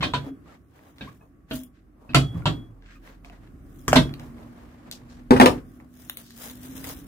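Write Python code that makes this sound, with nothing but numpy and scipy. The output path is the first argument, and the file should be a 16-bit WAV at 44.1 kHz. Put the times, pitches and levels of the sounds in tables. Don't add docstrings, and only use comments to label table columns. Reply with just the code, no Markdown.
import sys
import numpy as np
from scipy import signal
from scipy.fft import rfft, irfft, next_fast_len
from scipy.io import wavfile
from scipy.ndimage import uniform_filter1d, map_coordinates

SR = 44100
rng = np.random.default_rng(int(sys.argv[2]) if len(sys.argv) > 2 else 0)


def put_to_file(sound):
    columns = np.atleast_2d(sound).T
    safe = np.clip(columns, -1, 1)
    whole_steps = np.round(safe * 32767)
    wavfile.write(sys.argv[1], SR, whole_steps.astype(np.int16))


def attenuation_scalar(level_db):
    decades = np.asarray(level_db, float) / 20
    return 10 ** decades


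N = 311778
T = np.arange(SR * 2 // 5) / SR

# (f/Hz, t60/s)
ROOM_DECAY = [(100, 0.38), (500, 0.22), (2000, 0.14), (6000, 0.18), (14000, 0.17)]
# (f/Hz, likeness/0-1)
ALIKE = [(60, 0.78), (200, .93), (400, .7), (800, 0), (2000, 0.021)]
# (f/Hz, density/dB)
RUMBLE_TONE = [(25, -8), (40, -19), (62, 10.5), (80, 4.5), (125, 4.5), (175, 2), (230, -39)]
AIR_TONE = [(110, -53), (180, -6), (236, -7), (269, -2.5), (309, -4), (451, -20), (793, -23), (872, -37.5),
            (1090, -23), (1920, -31.5), (3000, -43.5), (3900, -72), (6600, -120)]
# (t/s, load level/dB, sway level/dB)
LEAN = [(0, -47.5, -56), (.67, -62.5, -78), (1.4, -62.5, -65), (2.0, -63, -59), (2.4, -49, -52),
        (2.8, -63.5, -51), (3.25, -57, -53), (3.8, -52, -51.5), (4.3, -50, -54.5), (4.75, -57, -66.5),
        (5.5, -53, -43.5), (5.9, -58, -74), (6.3, -59.5, -67), (6.85, -48, -62), (7.07, -50, -52)]
# (t/s, f/Hz, level/dB)
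HOLLOW = [(0, 273, -49.5), (.6, 271.2, -64), (1.9, 249.1, -65.5), (2.7, 269.8, -61.5), (3.6, 250, -63),
          (4.1, 253.5, -45), (4.31, 235, -43.5), (4.8, 237.9, -54), (5.2, 246.1, -48.5), (5.5, 249.4, -47),
          (6.0, 248.5, -53), (6.26, 231, -53), (6.71, 257, -41), (6.85, 269.9, -41.5), (7.07, 276.4, -54)]
# (t/s, length/s, peak level/dB, start f/Hz, end f/Hz)
SQUEAKS = [
    (1.068, .027, -42, 940, 1260),
    (2.950, .03, -58, 1350, 1150),
]
# (peak t/s, rise/s, fall/s, level/dB)
BRUSHES = [
    (4.918, .006, .075, -46),
    (5.102, .012, .1, -60),
    (3.252, .006, .06, -60),
    (6.30, .1, .08, -56),
]
# (peak t/s, rise/s, fall/s, level/dB, creak over scuff/dB)
STROKES = [(0.278, 0.12, 0.038, -53, 6.5), (0.495, 0.07, 0.1, -57, 2), (.8, 0.11, 0.24, -62, 3),
           (1.04, 0.074, 0.12, -54, -2.5), (1.218, 0.019, 0.075, -68.5, 19), (1.523, 0.045, 0.12, -54, -2),
           (1.761, .03, .1, -77.5, -18.5), (2.02, 0.02, 0.07, -70.5, 14.5), (2.2, 0.32, 0.92, -67.5, 14),
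           (2.92, 0.1, 0.09, -68, -24.5), (3.07, 0.059, .12, -56.5, -1), (3.253, 0.017, 0.1, -59, 5),
           (3.335, .04, .07, -61, 0), (3.45, .07, .08, -65, 0), (2.36, .04, .1, -55, 6),
           (3.9, 0.071, 0.9, -62.5, 7), (4.21, 0.033, 0.11, -57, 4), (4.38, 0.047, .12, -61, 9),
           (4.63, 0.22, 0.19, -60, 3.5), (4.82, 0.13, 0.33, -62.5, 4), (4.96, 0.055, 0.15, -68, 2),
           (5.109, 0.057, 0.23, -62, 1.5), (5.58, 0.22, 0.042, -62, -15), (5.809, .015, 0.082, -64, 11)]
# (peak t/s, rise/s, fall/s, level/dB)
PEELS = [(0.501, 0.054, 0.64, -77), (.82, .12, 0.4, -66.5), (1.0, 0.064, 0.33, -65.5),
         (1.535, 0.035, 0.11, -39), (1.64, .02, .04, -52), (2.96, 0.093, 0.06, -69),
         (3.07, .07, 0.091, -60.5), (3.799, .2, 0.3, -59), (4.25, .1, 0.079, -62), (4.6, .4, .25, -72),
         (4.925, 0.012, 0.09, -60), (5.105, 0.012, .09, -72), (5.56, 0.089, .05, -63),
         (5.71, .08, 0.16, -62)]
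# (peak t/s, rise/s, fall/s, effort level/dB)
TUGS = [(6.04, 0.15, 0.46, -51), (6.47, .1, 0.08, -41), (6.68, 0.31, .25, -50), (6.88, 0.16, 0.14, -42),
        (6.846, .008, .02, -42), (6.872, .02, .025, -40), (6.893, .015, .04, -38), (6.40, .05, .05, -50),
        (6.665, .04, .04, -51), (6.775, .02, .05, -50), (6.18, .01, .05, -50), (7.0, 0.18, 0.36, -55)]
# (f/Hz, density/dB)
BRUSH_TONE = [(1500, -30), (3000, -4), (4200, 0), (6500, -3), (9000, -12), (13000, -20), (16000, -34)]
CREAK_TONE = [(250, -24.5), (420, 0), (650, 0), (1200, -4), (1800, -31.5)]
SCUFF_TONE = [(500, -43), (1000, -7.5), (1600, 4), (2600, -4), (4500, -11), (8000, -18), (12000, -64)]
FIZZ_TONE = [(1760, -23.5), (3000, -4.5), (3290, -2.5), (4470, -8), (4830, -4), (5510, -4.5), (6900, -3),
             (7500, -6.5), (14500, -2.5), (16000, 2.5)]
# (t/s, peak level/dB, f/Hz)
PUSHES = [(0.266, -23, 270), (2.362, -16, 105), (2.405, -24, 115), (2.345, -30, 270), (2.691, -30.5, 107.7),
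          (4.198, -31.5, 143), (2.488, -21, 280), (2.86, -40.5, 105), (5.312, -9.5, 387), (5.415, -12, 370)]
# (t/s, peak level/dB,
# f/Hz, stopped after/s)
THUMPS = [(2.151, -9, 138, .046), (2.245, -26, 135, .025), (2.292, -26, 120, .03), (2.345, -24, 170, .05),
          (2.465, -20, 160, .06), (0.001, -26, 170, .02), (1.022, -36, 200, .03), (5.322, -15, 400, .03),
          (5.325, -13, 260, .03), (3.965, -14, 255, .04), (5.308, -5, 255, .016), (5.408, -7, 235, .016)]
# (t/s, peak level/dB, gripped after/s)
SINGS = [
    (.03, -45, .12),
    (.14, -53, .2),
    (1.51, -53, .16),
    (2.147, -34, .22),
    (2.456, -43, .21),
    (3.96, -40, .15),
]
# (t/s, peak level/dB, f/Hz, t60/s)
CLANKS = [(0.030, -25, 2500, 0.11), (.030, -28, 4150, .08), (.460, -54, 1200, .05), (.490, -52, 1350, .07),
          (.525, -55, 1200, .04), (2.227, -36, 1300, .05), (2.358, -42, 1150, .04), (2.422, -41, 1400, .04),
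          (3.248, -48, 700, .06), (3.299, -50, 700, .07), (2.955, -54, 2500, .05),
          (0.029, -19, 1060, 0.037), (.137, -19, 986, 0.07), (0.14, -33.5, 1557, 0.14),
          (1.01, -38, 3750, 0.062), (1.008, -41, 1590, 0.1), (1.012, -36.5, 2560, 0.024),
          (1.012, -44, 2330, .08), (1.212, -62, 980, .1), (2.823, -58, 1600, .04), (2.862, -55, 1620, .05),
          (2.863, -58, 2150, .04), (2.888, -56, 1600, .06), (2.890, -58, 2100, .06),
          (3.335, -57, 1950, .06), (3.330, -58, 1450, .05), (1.210, -59, 2540, 0.075),
          (1.211, -60, 1690, 0.07), (6.843, -29, 2070, 0.015), (1.512, -35, 634, 0.19),
          (2.092, -45, 2575, 0.087), (2.145, -10.5, 1320, 0.049), (2.456, -21, 957, 0.061),
          (2.46, -29.5, 597, 0.18),
          (3.881, -13, 1180, 0.02), (3.93, 0, 623, 0.015), (3.962, -10.5, 998, 0.036),
               (3.96, -18.5, 637, 0.13), (3.960, -22, 4150, .09), (3.960, -27, 4720, .08),
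               (3.990, -26, 3330, .05), (3.960, -34, 7300, .05), (3.929, -11, 2200, 0.014),
               (3.96, -25, 2340, 0.047), (2.147, -29, 2600, 0.075), (2.150, -27, 640, .15),
               (2.147, -24, 460, .06), (5.312, -11, 490, 0.18), (5.4, -13, 1810, 0.11),
               (5.425, -16, 530, .12), (5.420, -24, 850, .1), (5.460, -18, 1000, .05),
               (5.330, -25, 880, .08)]
# (t/s, peak level/dB, upper level/dB, top level/dB)
SNAPS = [(0.791, -43.5, -32, -34), (0.983, -37.5, -0.5, -11), (1.635, -49.5, 4, 21), (2.421, -42, -20, -30),
         (2.823, -49, -11, -24), (2.861, -45, -12, -30.5), (3.075, -37.5, -23, -29), (3.247, -33, -16, -14),
         (3.298, -35, -16, -20), (4.093, -33, -4, -20), (4.139, -27, -2, -8), (4.196, -33, -4, -10),
         (4.383, -44, -10, -20), (4.430, -48, -10, -20), (4.913, -26, 8, 5), (5.801, -41, -48, -28),
         (6.087, -52, -6, 1), (6.097, -17, -1, 6), (6.171, -22, 0, 7), (6.265, -44, 0, 4),
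         (6.306, -30, -2.5, 0.5), (6.498, -30.5, 3, 8), (6.842, -20, -2, 0), (4.925, -30, 6, -2),
         (2.888, -47, -12, -28), (3.475, -48, -20, -30), (1.505, -46, 0, 8), (6.646, -42, 0, 3),
         (6.770, -42, 0, 4), (6.890, -30, 0, 4)]
# (t/s, peak level/dB, upper level/dB, top level/dB)
LEADS = [
    (2.135, -30, -14, -36),
    (2.346, -45, -25, -36),
    (2.384, -44, -22, -38),
    (3.921, -19, -14, -12),
]
# (f/Hz, density/dB)
SNAP_TONE = [(250, -32.5), (500, -5), (1500, 1.5), (4000, 12.5), (8000, -9.5), (16000, -8)]
# (t/s, crack level/dB, stand thud/dB, shoe box/dB, crack t60/s)
DROPS = [
    (5.3078, -1, -14.5, -4, 0.04),
    (5.3316, -15, -15.5, -7, 0.12),
    (5.3632, -13, -9, -2, 0.083),
    (5.3991, 2.5, -20, -7, 0.04),
    (5.4114, -0.5, -31, -9, 0.087),
    (5.4274, -15, -23, -3, 0.02),
    (5.4589, 0, -22, -8, 0.034),
]
# (t/s, crack level/dB, stand thud/dB, shoe box/dB, crack t60/s)
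CUTS = [
    (3.8802, -9.5, -12, -15, 0.018),
    (3.9297, -0.5, -27, -15, 0.0147),
]
# (t/s, crack level/dB, stand thud/dB, shoe box/dB, crack t60/s)
BLOWS = [
    (0.0074, -27, 0, -8, 0.07),
    (0.0255, -15, -16.5, -13, 0.089),
    (0.136, -16, -13, -21.5, 0.046),
    (1.0086, -35, -4, -2.5, 0.048),
    (1.51, -23.5, -13.5, -1, 0.032),
    (2.093, -39, 3, 4.5, 0.065),
    (2.146, -1, -16, -12.5, 0.021),
    (2.4559, -15.5, -4.5, -9, 0.06),
    (3.9570, -6, -7.5, -6.5, 0.035),
]
# (f/Hz, density/dB)
DROP_TONE = [(240, -26), (400, -4), (879, -1.5), (1460, -10), (1810, -11), (5770, -28), (6630, -37.5),
             (8350, -36.5), (14300, -48.5), (16000, -40)]
CUT_TONE = [(240, -32), (400, 9), (2320, -6), (3980, -11), (6500, -9), (10100, -24), (14800, -19),
            (16000, -58)]
BLOW_TONE = [(240, -34.5), (400, -6), (1290, -7), (1870, -6), (2220, -10), (3690, -5.5), (5020, -19.5),
             (8350, -21), (14800, -35), (16000, -37)]
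# (f/Hz, level/dB, t60/s)
STAND_MODES = [(62, -9, .25), (112, -6, .3), (140, 0, .3), (165, -9, .2)]
SHOE_MODES = [(222.6, -6.5, 0.058), (253.9, 4.5, 0.12), (288, -5.5, 0.12), (367, -11.5, 0.049)]
STEEL_MODES = [(3800, -4.5, 0.094), (4420, -15, 0.15), (5450, -20.5, 0.23), (5920, -25.5, 0.19),
               (7400, -35, 0.22), (7900, -29.5, 0.13)]
# (f/Hz, gain/dB, left over right/dB)
PORTS = [(20, -10, -1), (45, 0, -1), (300, 0, 0), (1500, 0, 0), (5000, 0, 0), (9000, 0, 7), (15000, 0, 5)]
# (f/Hz, rarity/sigmas)
GAPS = [(2300, 6), (4300, .35), (5500, 1.2), (7800, 1.35), (11000, 2.8)]


def unit(x):
    return x / np.sqrt(np.mean(x ** 2) + 1e-20)


def along(points, hz):
    f, v = np.transpose(points)
    return np.interp(np.log(hz + 1), np.log(f + 1), v)


def curves(rows):
    s, *cols = np.transpose(rows)
    return [np.interp(np.arange(N) / SR, s, c) for c in cols]


def wobble(rate):
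    knots = rng.standard_normal(int(N * rate / SR) + 4)
    return map_coordinates(knots, [np.arange(N) * rate / SR])


def swell(s, rise, fall, db):
    t = np.arange(N) / SR - s
    return attenuation_scalar(db - 20 * (t / np.where(t < 0, abs(rise), abs(fall))) ** 2)


def filtered(x, response):
    m = next_fast_len(x.shape[-1] + 4096)
    spectrum = rfft(x, m) * response(np.fft.rfftfreq(m, 1 / SR))
    return irfft(spectrum, m)[..., :x.shape[-1]]


def diffuse(pair):
    def mid_side(hz):
        turn = np.arccos(np.clip(along(ALIKE, hz), -1, 1)) / 2
        return np.array([np.cos(turn), np.sin(turn)])

    mid, side = filtered(pair, mid_side)
    return np.array([mid + side, mid - side])


def rush(spectrum, grain_db=0):
    grains = attenuation_scalar(grain_db * wobble(830))
    noise = diffuse(grains * rng.standard_normal((2, N)))
    return unit(filtered(noise, lambda hz: attenuation_scalar(along(spectrum, hz))))


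def ring(modes, attack):
    tones = np.zeros(len(T))
    for scatter_db, (hz, db, t60) in zip(rng.normal(0, 1.5, len(modes)), modes):
        tones += attenuation_scalar(db + scatter_db - 60 * T / t60) * np.sin(2 * np.pi * hz * T)
    return tones * (1 - np.exp(-T / attack))


def crack(spectrum, t60, colour):
    fall = attenuation_scalar(-60 * T / np.clip(t60, .004, .3)) * (1 - np.exp(-(T / 0.00031) ** 2))
    burst = fall * rng.standard_normal(len(T))
    burst[40] += 2.2
    burst = filtered(burst, lambda hz: attenuation_scalar(along(spectrum, hz) + along(colour, hz)))
    return burst / np.abs(burst).max()


def add(track, s, sound, wet_db, lead):
    hz, t, z = signal.stft(rng.standard_normal((2, len(T))), SR, nperseg=256)
    decay = attenuation_scalar(-60 * t / along(ROOM_DECAY, hz)[:, None])
    tail = diffuse(signal.istft(z * decay, SR, nperseg=256)[1])
    wet = signal.fftconvolve(sound[None], tail / np.linalg.norm(tail[0]), axes=1)[:, :len(T)]
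    wet = filtered(wet, lambda f: attenuation_scalar(along([(120, -4.5), (500, 2)], f)))
    start = round(s * SR)
    track[0, start - round(lead / 2):][:len(T)] += sound
    track[1, start + round(lead / 2):][:len(T)] += sound
    track[:, start + 130:start + 130 + len(T)] += attenuation_scalar(wet_db) * wet


def shake():
    t60_s, rise_s = 0.34, 0.018
    t = np.arange(N) / SR
    tremble = np.zeros(N)
    for s, db, thud_db, *_ in [*BLOWS, *CUTS, *DROPS]:
        since = np.maximum(t - s, 0)
        tremble += attenuation_scalar(db + thud_db - 60 * since / t60_s) * (1 - np.exp(-since / rise_s))
    return tremble


def shop():
    load_db, sway_db = curves(LEAN)
    jolt = shake()
    hum_phase = 2 * np.pi * np.cumsum(44 + 2.0 * wobble(3.2)) / SR
    hum = attenuation_scalar(sway_db + 4.0 + 1.6 * wobble(16)) * np.sin(hum_phase)
    whine_phase = 2 * np.pi * np.cumsum(1125 + 9 * wobble(20)) / SR
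    whine = attenuation_scalar(-79 + 3 * wobble(8)) * np.sin(whine_phase)
    rumble = (attenuation_scalar(load_db + 3.5) + attenuation_scalar(-9) * jolt) * rush(RUMBLE_TONE)
    rest_db, follows_load = -67.5, 0.86
    air_gain = attenuation_scalar(rest_db + follows_load * (load_db - load_db.mean())) + attenuation_scalar(-20) * jolt
    murmur = air_gain * attenuation_scalar(13.5 + 0.89 * wobble(11)) * rush(AIR_TONE)
    return hum + rumble + murmur + whine


def hollow():
    hz, db = curves(HOLLOW)
    phase = 2 * np.pi * np.cumsum(hz + 4.0 * wobble(40)) / SR
    gain = (attenuation_scalar(db) + attenuation_scalar(-19) * shake()) * attenuation_scalar(1.23 + 0.9 * wobble(22))
    return gain * np.sin(phase + np.array([[.15], [-.15]]))


def squeaks():
    track = np.zeros((2, N + SR))
    for s, length, db, from_hz, to_hz in SQUEAKS:
        u = np.clip(T / length, 0, 1)
        phase = 2 * np.pi * np.cumsum(from_hz + (to_hz - from_hz) * u) / SR
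        tone = np.sin(phase) + attenuation_scalar(-11) * np.sin(2 * phase)
        add(track, s, attenuation_scalar(db) * np.sin(np.pi * u) * tone, wet_db=-8.0, lead=4)
    return track[:, :N]


def rubbing():
    effort = sum(swell(*row) for row in TUGS)
    effort_db = 20 * np.log10(effort + 1e-9)
    rest_db, creak_under_db, creak_grows = -44.5, 13.5, 1.2
    creak = attenuation_scalar(rest_db - creak_under_db + creak_grows * (effort_db - rest_db))
    scuff = attenuation_scalar(effort_db - 12)
    for s, rise, fall, db, dull_db in STROKES:
        creak = creak + swell(s, rise, fall, db + dull_db / 2)
        scuff = scuff + swell(s, rise, fall, db - dull_db / 2)
    fizz = sum(swell(*row) for row in PEELS) + attenuation_scalar(effort_db)
    brush = sum(swell(*row) for row in BRUSHES)
    leather = creak * attenuation_scalar(1.5) * rush(CREAK_TONE, grain_db=2.5) + scuff * rush(SCUFF_TONE, grain_db=1.5)
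    glue = fizz * rush(FIZZ_TONE, grain_db=3.5)
    rustle = brush * rush(BRUSH_TONE, grain_db=2.5)
    stick = attenuation_scalar(1.2 * wobble(110) + 1.2 * wobble(25))
    return stick * (leather + glue + rustle)


def stand_pushes():
    track = np.zeros((2, N + SR))
    for s, db, hz, held in THUMPS:
        stopped = np.exp(-(T / held) ** 4)
        add(track, s, ring([(hz, db, .4)], attack=.003) * stopped, wet_db=-12.0, lead=6)
    for s, db, hz in PUSHES:
        push = ring([(hz, db, .12), (hz * 1.475, db - 8.0, .08)], attack=0.01)
        add(track, s - .004, push, wet_db=0.0, lead=6)
    return track[:, :N]


def snapping():
    track = np.zeros((2, N + SR))
    clicks = [(*row, .011) for row in SNAPS] + [(*row, .0073) for row in LEADS]
    for s, db, upper_db, top_db, t60 in clicks:
        edge = crack(SNAP_TONE, t60, [(2200, 0), (4500, upper_db - 3.5), (10000, top_db + 6.5)])
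        add(track, s, attenuation_scalar(db + max(0, upper_db, top_db)) * edge, wet_db=-11, lead=6)
    return track[:, :N]


def ringing_steel():
    track = np.zeros((2, N + SR))
    for s, db, hz, t60 in CLANKS:
        add(track, s, ring([(hz, db + 3, t60)], attack=.001), wet_db=-9, lead=2)
    handle_hz = 3338
    for s, db, grip in SINGS:
        pair = ring([(handle_hz, db, .75), (handle_hz + 42, db - 9.0, .7)], attack=.002)
        add(track, s, pair * np.exp(-(T / grip) ** 4), wet_db=-14, lead=2)
    return track[:, :N]


def knocks(rows, spectrum, steel_db, wet_db, lead, bright_db, hardens):
    track = np.zeros((2, N + SR))
    for s, db, thud_db, box_db, t60 in rows:
        stand = attenuation_scalar(thud_db - 2.5) * ring(STAND_MODES, attack=0.00081)
        shoe = attenuation_scalar(box_db - 5.5) * ring(SHOE_MODES, attack=0.0019)
        metal = attenuation_scalar(steel_db) * ring(STEEL_MODES, attack=0.00083)
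        edge = crack(spectrum, t60, [(5000, 0), (9000, bright_db + hardens * db)])
        add(track, s, attenuation_scalar(db) * (stand + shoe + metal + edge), wet_db, lead)
    return track[:, :N]


def tool_drop():
    return knocks(DROPS, DROP_TONE, steel_db=-39, wet_db=-5.0, lead=19, bright_db=6.5, hardens=0.16)


def stitch_bites():
    return knocks(CUTS, CUT_TONE, steel_db=-48, wet_db=-3.5, lead=4, bright_db=-4.5, hardens=-1.16)


def pincer_blows():
    return knocks(BLOWS, BLOW_TONE, steel_db=-27.5, wet_db=3.5, lead=6, bright_db=-0.5, hardens=0.76)


def scene():
    bench_side, stand_side = attenuation_scalar([[1.1], [-1.1]]), attenuation_scalar([[-0.35], [0.35]])
    background = shop() + hollow() + squeaks()
    contacts = stand_pushes() + snapping() + ringing_steel()
    at_stand = stand_side * (background + contacts + pincer_blows())
    return at_stand + rubbing() + bench_side * tool_drop() + stitch_bites()


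def thinned(x):
    hz, _, z = signal.stft(x, SR, nperseg=1024)
    bands = np.arange(len(hz)) // 9
    field = uniform_filter1d(rng.standard_normal(z.shape[1:]), size=5, axis=1)[bands]
    power = uniform_filter1d(np.abs(z).mean(0) ** 2, size=31, axis=0)
    power = uniform_filter1d(power, size=5, axis=1)
    hiss = power[(hz > 9000) & (hz < 15000)].mean(0)
    over_db = 10 * np.log10(np.abs(hiss / (np.abs(power) + 1e-20)) + 1e-9)
    masking = .24
    rarity = along(GAPS, hz)[:, None] - masking * np.clip(over_db, -6, 6)
    kept = unit(field) < rarity
    return signal.istft(z * kept, SR, nperseg=1024)[1][:, :N]


def band_limit(x):
    return signal.sosfilt(signal.butter(12, 16120, fs=SR, output="sos"), x)


def record(dry):
    hz, gain_db, tilt_db = np.transpose(PORTS)

    def port(f):
        tilt = along(np.c_[hz, tilt_db], f) * np.array([[.5], [-.5]])
        return attenuation_scalar(along(np.c_[hz, gain_db], f) + tilt)

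    heard = filtered(dry, port)
    clipped = heard / (1 + np.abs(heard / 1.1) ** 8) ** (1 / 8)
    limited = filtered(clipped, lambda f: attenuation_scalar(along([(15400, 0), (16000, -16), (16130, -70)], f)))
    return band_limit(thinned(limited))


dry = scene()
out = record(dry)
put_to_file(out)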